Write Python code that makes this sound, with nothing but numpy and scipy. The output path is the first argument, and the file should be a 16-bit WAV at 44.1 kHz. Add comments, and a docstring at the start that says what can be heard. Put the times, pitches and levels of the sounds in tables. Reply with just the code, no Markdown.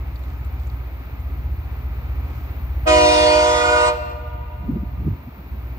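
"""Open ground beside a railway, where a diesel rail grinder rolls slowly past. Its exhaust harmonics
align once per crank turn and throb over wheel and fan noise and a faint whine. Compressed air drives
the diaphragms of a three-bell horn for one blast, which scatters off the cars and echoes from the
tree line. Small ticks and rustles come early; near the end, turbulent wind buffets two closely
spaced microphones."""
import sys
import numpy as np
from scipy import signal
from scipy.fft import rfft, irfft
from scipy.io import wavfile
from scipy.ndimage import uniform_filter1d

SR = 44100
rng = np.random.default_rng(int(sys.argv[2]) if len(sys.argv) > 2 else 0)


def bounce(signal):
    """Save signal as a 16-bit WAV file at the path given by the first command-line argument."""
    frames = np.transpose(np.atleast_2d(signal))
    limited = np.clip(frames, -1, 1)
    pcm = np.round(limited * 32767).astype(np.int16)
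    wavfile.write(sys.argv[1], SR, pcm)


N = 254898
T = np.arange(N) / SR
FREQS = np.maximum(np.fft.rfftfreq(N, 1 / SR), 1)
HORN_ON_S, HORN_OFF_S = 2.855, 3.887

# Train noise at the two microphones. Each row: frequency in Hz, coherence from 0 to 1.
TRAIN_COHERENCE = [(60, 0.9), (130, 0.94), (300, 0.91), (700, 0.24), (1400, 0.76), (3000, 0.2),
                   (8000, 0.03), (14000, 1)]


def horn(rush_db=-30, hiss_db=-29, rush_hz=1000, hiss_hz=5000):
    """Superposition: three bells on one valve sound a chord over the noise of their air flow."""
    # Lowest partials of each bell. Each row: harmonic number, relative level in dB.
    low_bell = [(1, -33), (2, -18.5), (3, -26.5), (4, -26), (5, -37), (6, -36), (7, -36), (8, -32.5),
                (9, -30.5), (10, -39), (11, -41.5), (12, -38.5), (13, -46.5), (14, -37.5), (15, -40),
                (16, -41.5)]
    mid_bell = [(1, -34.5), (2, -26.5), (3, -37.5), (4, -32), (5, -43), (6, -41.5)]
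    high_bell = [(1, -24.5), (2, -21), (3, -28.5), (4, -34), (5, -35), (6, -36), (7, -37.5), (8, -42),
                 (9, -45), (10, -44.5)]
    # Each row: pitch in Hz, relative brass level in dB, initial sharpness and flutter as fractions
    # of the pitch, base share of scattered sound.
    voicings = [(305.53, -37.5, .034, 0.00047, 0.12), (358.2, -52, .03, 0.005, 0.28),
                (487.1, -43.5, .02, 0.0014, 0.093)]
    # Air rushing through the bells. Each row: frequency in Hz, relative spectral density in dB.
    air_spectrum = [(200, -45.5), (500, 4.5), (1000, 1.5), (1450, 6), (1680, -3), (1900, 7), (2500, 1.5),
                    (4500, -2), (7000, -8), (9400, -8.5), (10200, -29), (10900, -57.5)]
    live = (T > HORN_ON_S - .01) & (T < HORN_OFF_S + .3)
    t = T[live]
    bells = zip((low_bell, mid_bell, high_bell), voicings)
    chord = sum(bell(t, partials, voicing) for partials, voicing in bells)
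    air = noise(air_spectrum, .47)[:, live]
    low_air = signal.sosfiltfilt(signal.butter(2, 1800, fs=SR, output="sos"), air)
    rush = undb(rush_db) * receding(t, rush_hz) * low_air
    hiss = undb(hiss_db) * receding(t, hiss_hz) * valve(t) ** 2 * (air - low_air)
    out = np.zeros((2, N))
    out[:, live] = chord + rush + hiss
    return out * valve(T)


def bell(t, partials, voicing, settle_s=.065, scatter_per_khz=.077, rasp_per_khz=.059, fading_db=4.5):
    """A diaphragm sounds a harmonic series; multipath interference off the cars makes it shimmer."""
    # Brassy top above the listed partials. Each row: frequency in Hz, relative level in dB.
    brass = [(2000, 2.5), (4000, -4), (5700, -6.5), (7500, -11), (9300, -14), (10000, -33.5)]
    # Each row: frequency in Hz, phase lead of the direct sound at the left microphone in radians.
    left_lead = [(100, 26.5), (320, -1), (600, 1.02), (950, -1.76), (1400, -2.5), (2500, -1.43),
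                 (3000, -4.5), (6000, -4.5), (8000, -5)]
    # Each row: frequency in Hz, left minus right level of the direct sound in dB.
    balance = [(320, -4.5), (490, 3), (620, 0), (720, -13.5), (950, 2), (1300, -7.5), (2200, -2), (4500, 2),
               (8000, 4.5)]
    pitch_hz, brass_db, sharp, flutter, scatter = voicing
    size = len(t)
    settling = sharp * np.exp(-np.maximum(t - HORN_ON_S - .015, 0) / settle_s)
    bend = settling + flutter * walk(70.65, size)
    phase = 2 * np.pi * np.cumsum(pitch_hz * (1 + bend)) / SR
    out = np.zeros((2, size))
    for k in range(1, int(10000 / pitch_hz) + 1):
        hz = k * pitch_hz
        db = partials[k - 1][1] if k <= len(partials) else brass_db + at(brass, hz)
        pan = undb(np.array([[.5], [-.5]]) * at(balance, hz))
        direct = pan * np.array([[np.exp(1j * at(left_lead, hz))], [1]])
        # Uneven slaps of the diaphragm roughen the high partials.
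        rasp = rasp_per_khz * hz / 1000 * (walk(130, size) + 1j * walk(130, size))
        shimmer = np.array([walk(27.14, size) + 1j * walk(25.33, size) for _ in range(2)])
        scattered = (scatter + scatter_per_khz * hz / 1000) * shimmer
        # Short waves drift in and out of step with their reflections.
        fading = undb(fading_db * min(hz / 1500, 1) * walk(6.8, size))
        paths = unit(fading * (direct * (1 + rasp) + scattered))
        drive = valve(t) ** (hz / 2500)  # brassy only at full pressure
        partial = np.real(paths * np.exp(1j * (k * phase + rng.uniform(0, 2 * np.pi))))
        out += np.sqrt(2) * undb(db) * receding(t, hz) * drive * partial
    return out


def valve(t, rise_s=.023, fall_s=.053):
    """Driving pressure, 0 to 1: a fast rise, then exponential decay as the air bleeds off."""
    return np.clip((t - HORN_ON_S) / rise_s, 0, 1) * np.exp(-np.maximum(t - HORN_OFF_S, 0) / fall_s)


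def receding(t, hz, from_s=3.23, to_s=3.67):
    """Frequency-dependent gain: as the horn draws away, lows and top thin out and the middle gains."""
    # Each row: frequency in Hz, total change of level in dB.
    colour_change = [(305, -13), (360, -8), (487, 0), (611, -6.5), (720, -0.5), (950, 0), (1400, 2.5),
                     (1950, -1), (2450, -5), (3300, -0.5), (4400, -6), (8000, -2.5)]
    return undb(at(colour_change, hz) * (ramp(t, from_s, to_s) - .5))


def echoes(source, doppler=.018, slap_s=.22, slap_db=-16, slap_top_hz=2200):
    """Doppler shift differs with direction, so the tail beats and sags around one dull reflection."""
    shifted = [np.interp(HORN_ON_S + (T - HORN_ON_S) * (1 - doppler * share), T, source)
               for share in (0, .5, 1)]
    tail = sum(signal.fftconvolve(sound[None], reverberation(), axes=1)[:, :N] for sound in shifted)
    dull = signal.sosfilt(signal.butter(1, slap_top_hz, fs=SR, output="sos"), shifted[1])
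    slap_left = np.interp(T - slap_s, T, dull)
    slap_right = undb(-3.5) * np.interp(T - slap_s - .0004, T, dull)  # the far side: later and weaker
    return tail / np.sqrt(len(shifted)) + undb(slap_db) * np.array([slap_left, slap_right])


def reverberation(build_s=.04):
    """Scattering by trees and ground gives a diffuse impulse response whose treble dies first."""
    # Each row: band centre in Hz, time to decay by 60 dB in seconds, relative level in dB.
    bands = [(337, 2.6, -30.5), (480, 2.27, -10), (1000, 4.4, -17.5), (1390, 2.53, -20), (2360, 2.9, -17.5),
             (4650, 0.91, -13), (9000, 0.6, -17)]
    size = 2 * SR
    t, hz = T[:size], np.maximum(np.fft.rfftfreq(size, 1 / SR), 1)
    log_centres = np.log(np.array(bands)[:, 0])
    response = np.zeros((2, size))
    for k, (_, t60, db) in enumerate(bands):
        band = np.interp(np.log(hz), log_centres, np.arange(len(bands)) == k)
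        reflections = irfft(rfft(rng.standard_normal((2, size))) * np.sqrt(band), size)
        fade = undb(-60 * t / t60) * np.minimum(t / build_s, 1)
        response += undb(db) * reflections * fade / np.linalg.norm(fade)
    return response


def diesel(crank_hz=15.25, first_throb_s=.01957, rumble_db=-8):
    """Exhaust harmonics interfere constructively once per crank turn; uneven firing adds rumble."""
    # Exhaust tone. Each row: multiple of the crank rate, relative level in dB.
    orders = [(2, -31), (3, -9.5), (4, 2.5), (5, 0), (6, -32), (7, -16.5), (8, -12)]
    # Each row: frequency in Hz, relative spectral density in dB.
    rumble_spectrum = [(15, -55), (32, -34), (46, -1), (65, 7), (90, 3), (125, 0), (170, -13), (300, -45.5),
                       (1000, -78.5), (4000, -120)]
    # Each row: time in seconds, level in dB before the bass dip is applied.
    exhaust_level = [(0, -28), (0.75, -26.5), (1.05, -30.5), (1.5, -23.5), (1.8, -27), (2.2, -24.5),
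                     (2.45, -27.5), (2.8, -24.5), (3.8, -31.5), (4.6, -30), (5.0, -25)]
    crank_angle = 2 * np.pi * crank_hz * (T - first_throb_s)
    tone = sum(undb(db + 1.2 * walk(6)) * np.cos(k * crank_angle + .2 * walk(7)) for k, db in orders)
    rumble = noise(rumble_spectrum, at(TRAIN_COHERENCE, FREQS))
    return undb(curve(exhaust_level) + bass_dip()) * (unit(tone) + undb(rumble_db) * rumble)


def bass_dip(from_s=5.15, to_s=5.5, edge_s=.04, dip_db=-13.5, after_db=-4.5):
    """Attenuation in dB: the bass ducks briefly after a wind buffet, then mostly recovers."""
    down, up = (ramp(T, s - edge_s / 2, s + edge_s / 2) for s in (from_s, to_s))
    return dip_db * (down - up) + after_db * up


def wheels_and_fans(gain_db=1):
    """Rolling contact and cooling fans radiate broadband noise, with a thin hiss far above."""
    # Each row: time in seconds, relative wheel and fan level in dB, hiss level in dB.
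    levels = [(0, -43.5, -58.5), (1.2, -44, -57), (2.1, -42.5, -57), (2.5, -42, -55), (2.85, -41.5, -54.5),
              (3.6, -45.5, -57), (4.4, -47.5, -62), (5.2, -46, -59.5), (5.78, -44.5, -56.5)]
    # Each row of both spectra: frequency in Hz, relative spectral density in dB.
    wheel_spectrum = [(90, -12.5), (170, -3), (270, 2.5), (450, -7), (800, -5), (1250, -8.5), (1700, -13.5),
                      (2350, -10.5), (3100, -22.5), (4200, -24), (5200, -31.5), (7800, -39), (9700, -55),
                      (10600, -91.5)]
    hiss_spectrum = [(12000, -55.5), (12900, -8.5), (13800, -8), (14700, 2.5), (15600, -10), (16000, -35)]
    coherence = at(TRAIN_COHERENCE, FREQS)
    wheels = noise(wheel_spectrum, coherence) * undb(curve(levels) + gain_db + .5 * walk(14))
    hiss = noise(hiss_spectrum, coherence, lag_ms=2 / 15) * undb(curve(levels, column=2))
    return wheels + hiss


def gusts(coherence=.89):
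    """Turbulent pressure on the microphones swells and dies away with each gust."""
    # Each row: peak time in seconds, level in dB, rise and fall time constants in seconds.
    peaks = [(4.71, -21.5, 0.044, 0.062), (5.075, -24, 0.062, 0.056), (5.56, -41, 0.055, 0.032)]
    # Each row: frequency in Hz, relative spectral density in dB.
    turbulence = [(30, -23), (90, 2.5), (150, 2), (270, -7.5), (400, -18), (600, -34), (1500, -72)]
    strength = sum(undb(db) * np.exp(-np.maximum((s - T) / rise_s, (T - s) / fall_s))
                   for s, db, rise_s, fall_s in peaks)
    return strength * noise(turbulence, coherence, lag_ms=0)


def buffets(side_share=.099, band_ratio=1.78, width_cycles=1.36):
    """Eddy size sets the time scale: larger eddies give the microphones a deeper, longer shove."""
    # Each row: peak time in seconds, level in dB, centre frequency in Hz.
    eddies = [(4.701, -17.5, 166), (4.769, -21.5, 222), (4.831, -26, 169), (5.079, -21.5, 190),
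              (5.112, -21, 79), (5.282, -30, 149), (5.39, -37, 130), (5.521, -32.5, 74)]
    out = np.zeros((2, N))
    for s, db, hz in eddies:
        near = np.abs(T - s) < .1
        push = np.exp(-.5 * ((T[near] - s) * hz / width_cycles) ** 2)
        mid, side = rng.standard_normal((2, len(push)))
        band = signal.butter(3, [hz / band_ratio, hz * band_ratio], "bandpass", fs=SR, output="sos")
        eddy = signal.sosfiltfilt(band, push * (mid + side_share * np.array([side, -side])))
        out[:, near] += undb(db) * unit(eddy) * np.sqrt(np.mean(push ** 2))
    return out


def ticks(crack_gain_db=6.5, crack_s=.0014, trail_db=-22, trail_s=.02, ring_s=.004):
    """Tiny hard impacts decay exponentially: a bright crack with a rustling trail, and a lower ring."""
    # Each row: start in seconds, relative crack level in dB, ring level in dB.
    contacts = [(0.158, -61, -40), (0.1929, -63, -55), (0.238, -59, -50), (0.3028, -64, -55),
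                (0.4478, -55, -56), (0.5976, -58, -50), (0.635, -60, -53), (0.671, -54, -56),
                (0.7, -67, -47), (1.203, -58, -63)]
    bright = noise([(5500, -19), (7400, 1), (9200, -12), (11000, -25), (13000, -48)], .34)
    low = noise([(2800, -23), (3600, 2.5), (4100, -6.5), (4600, -4), (5500, -29), (10000, -50)], .31)
    out = np.zeros((2, N))
    for s, crack_db, ring_db in contacts:
        age = np.maximum(T - s, 0)
        decay = np.exp(-age / crack_s) + undb(trail_db) * np.exp(-age / trail_s)
        crack = undb(crack_db + crack_gain_db) * decay * bright
        ring = undb(ring_db) * np.exp(-age / ring_s) * low
        out += (T >= s) * (crack + ring)
    return out


def whine(pitch_hz=1262, start_db=-62, hold_s=.74, fade_db_per_s=3):
    """A machine tone, randomly modulated in pitch and level, fades as its car moves on."""
    phase = 2 * np.pi * np.cumsum(pitch_hz * (1 + .006 * walk(40))) / SR
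    level_db = start_db - fade_db_per_s * np.maximum(T - hold_s, 0)
    return np.sqrt(2) * np.sin(phase) * undb(level_db + 4 * np.array([walk(7.8), walk(4.8)]))


def rustles(coherence=.3):
    """Gaussian envelopes shape treble noise into faint, dry swells."""
    # Each row: peak time in seconds, level in dB, width in seconds.
    swells = [(0.28, -67, 0.13), (0.65, -66, .06), (2.368, -64.5, 0.076)]
    # Each row: frequency in Hz, relative spectral density in dB.
    spectrum = [(2000, -28), (4500, 3), (7800, -3), (9500, -17.5), (11000, -45)]
    strength = sum(undb(db) * np.exp(-.5 * ((T - s) / width_s) ** 2) for s, db, width_s in swells)
    return strength * noise(spectrum, coherence)


def noise(spectrum, coherence, lag_ms=.17):
    """Partly coherent stereo noise from (Hz, dB) rows; the common part reaches the left lag_ms later."""
    common, left, right = rfft(rng.standard_normal((3, N)))
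    share = np.clip(coherence, 0, 1)
    delay = np.exp(-2j * np.pi * FREQS * lag_ms / 1000)
    coherent = np.sqrt(share) * np.array([common * delay, common])
    diffuse = np.sqrt(1 - share) * np.array([left, right])
    return unit(irfft((coherent + diffuse) * undb(at(spectrum, FREQS)), N))


def walk(rate_hz, size=N):
    """Smooth random modulation with a spread near 1."""
    step = max(int(SR / rate_hz), 2)
    held = np.repeat(rng.standard_normal(size // step + 2), step)[rng.integers(step):][:size]
    return 1.3 * uniform_filter1d(uniform_filter1d(held, step), step)


def curve(table, column=1):
    """One column of a time table, interpolated at every sample."""
    rows = np.array(table)
    return np.interp(T, rows[:, 0], rows[:, column])


def at(table, hz):
    """A frequency table, interpolated on a logarithmic axis."""
    rows = np.array(table)
    return np.interp(np.log(hz), np.log(rows[:, 0]), rows[:, 1])


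def ramp(t, start_s, end_s):
    """Linear rise from 0 to 1 between two moments."""
    return np.clip((t - start_s) / (end_s - start_s), 0, 1)


def undb(db):
    """Decibels to amplitude ratio."""
    return 10 ** (np.asarray(db) / 20)


def unit(x):
    """Normalisation to an rms of 1."""
    return x / np.sqrt(np.mean(np.abs(x) ** 2))


def scene():
    """Sound pressures add linearly: train, horn, echoes, ticks, rustles and wind."""
    blast = horn()
    train = diesel() + wheels_and_fans() + whine()
    return train + blast + echoes(blast[1]) + ticks() + rustles() + gusts() + buffets()


def record(dry, cutoff_hz=15750):
    """Band limiting: the recorder's steep low-pass filter cuts the very top."""
    return signal.sosfilt(signal.ellip(10, .2, 80, cutoff_hz, fs=SR, output="sos"), dry)


dry = scene()
out = record(dry)
bounce(out)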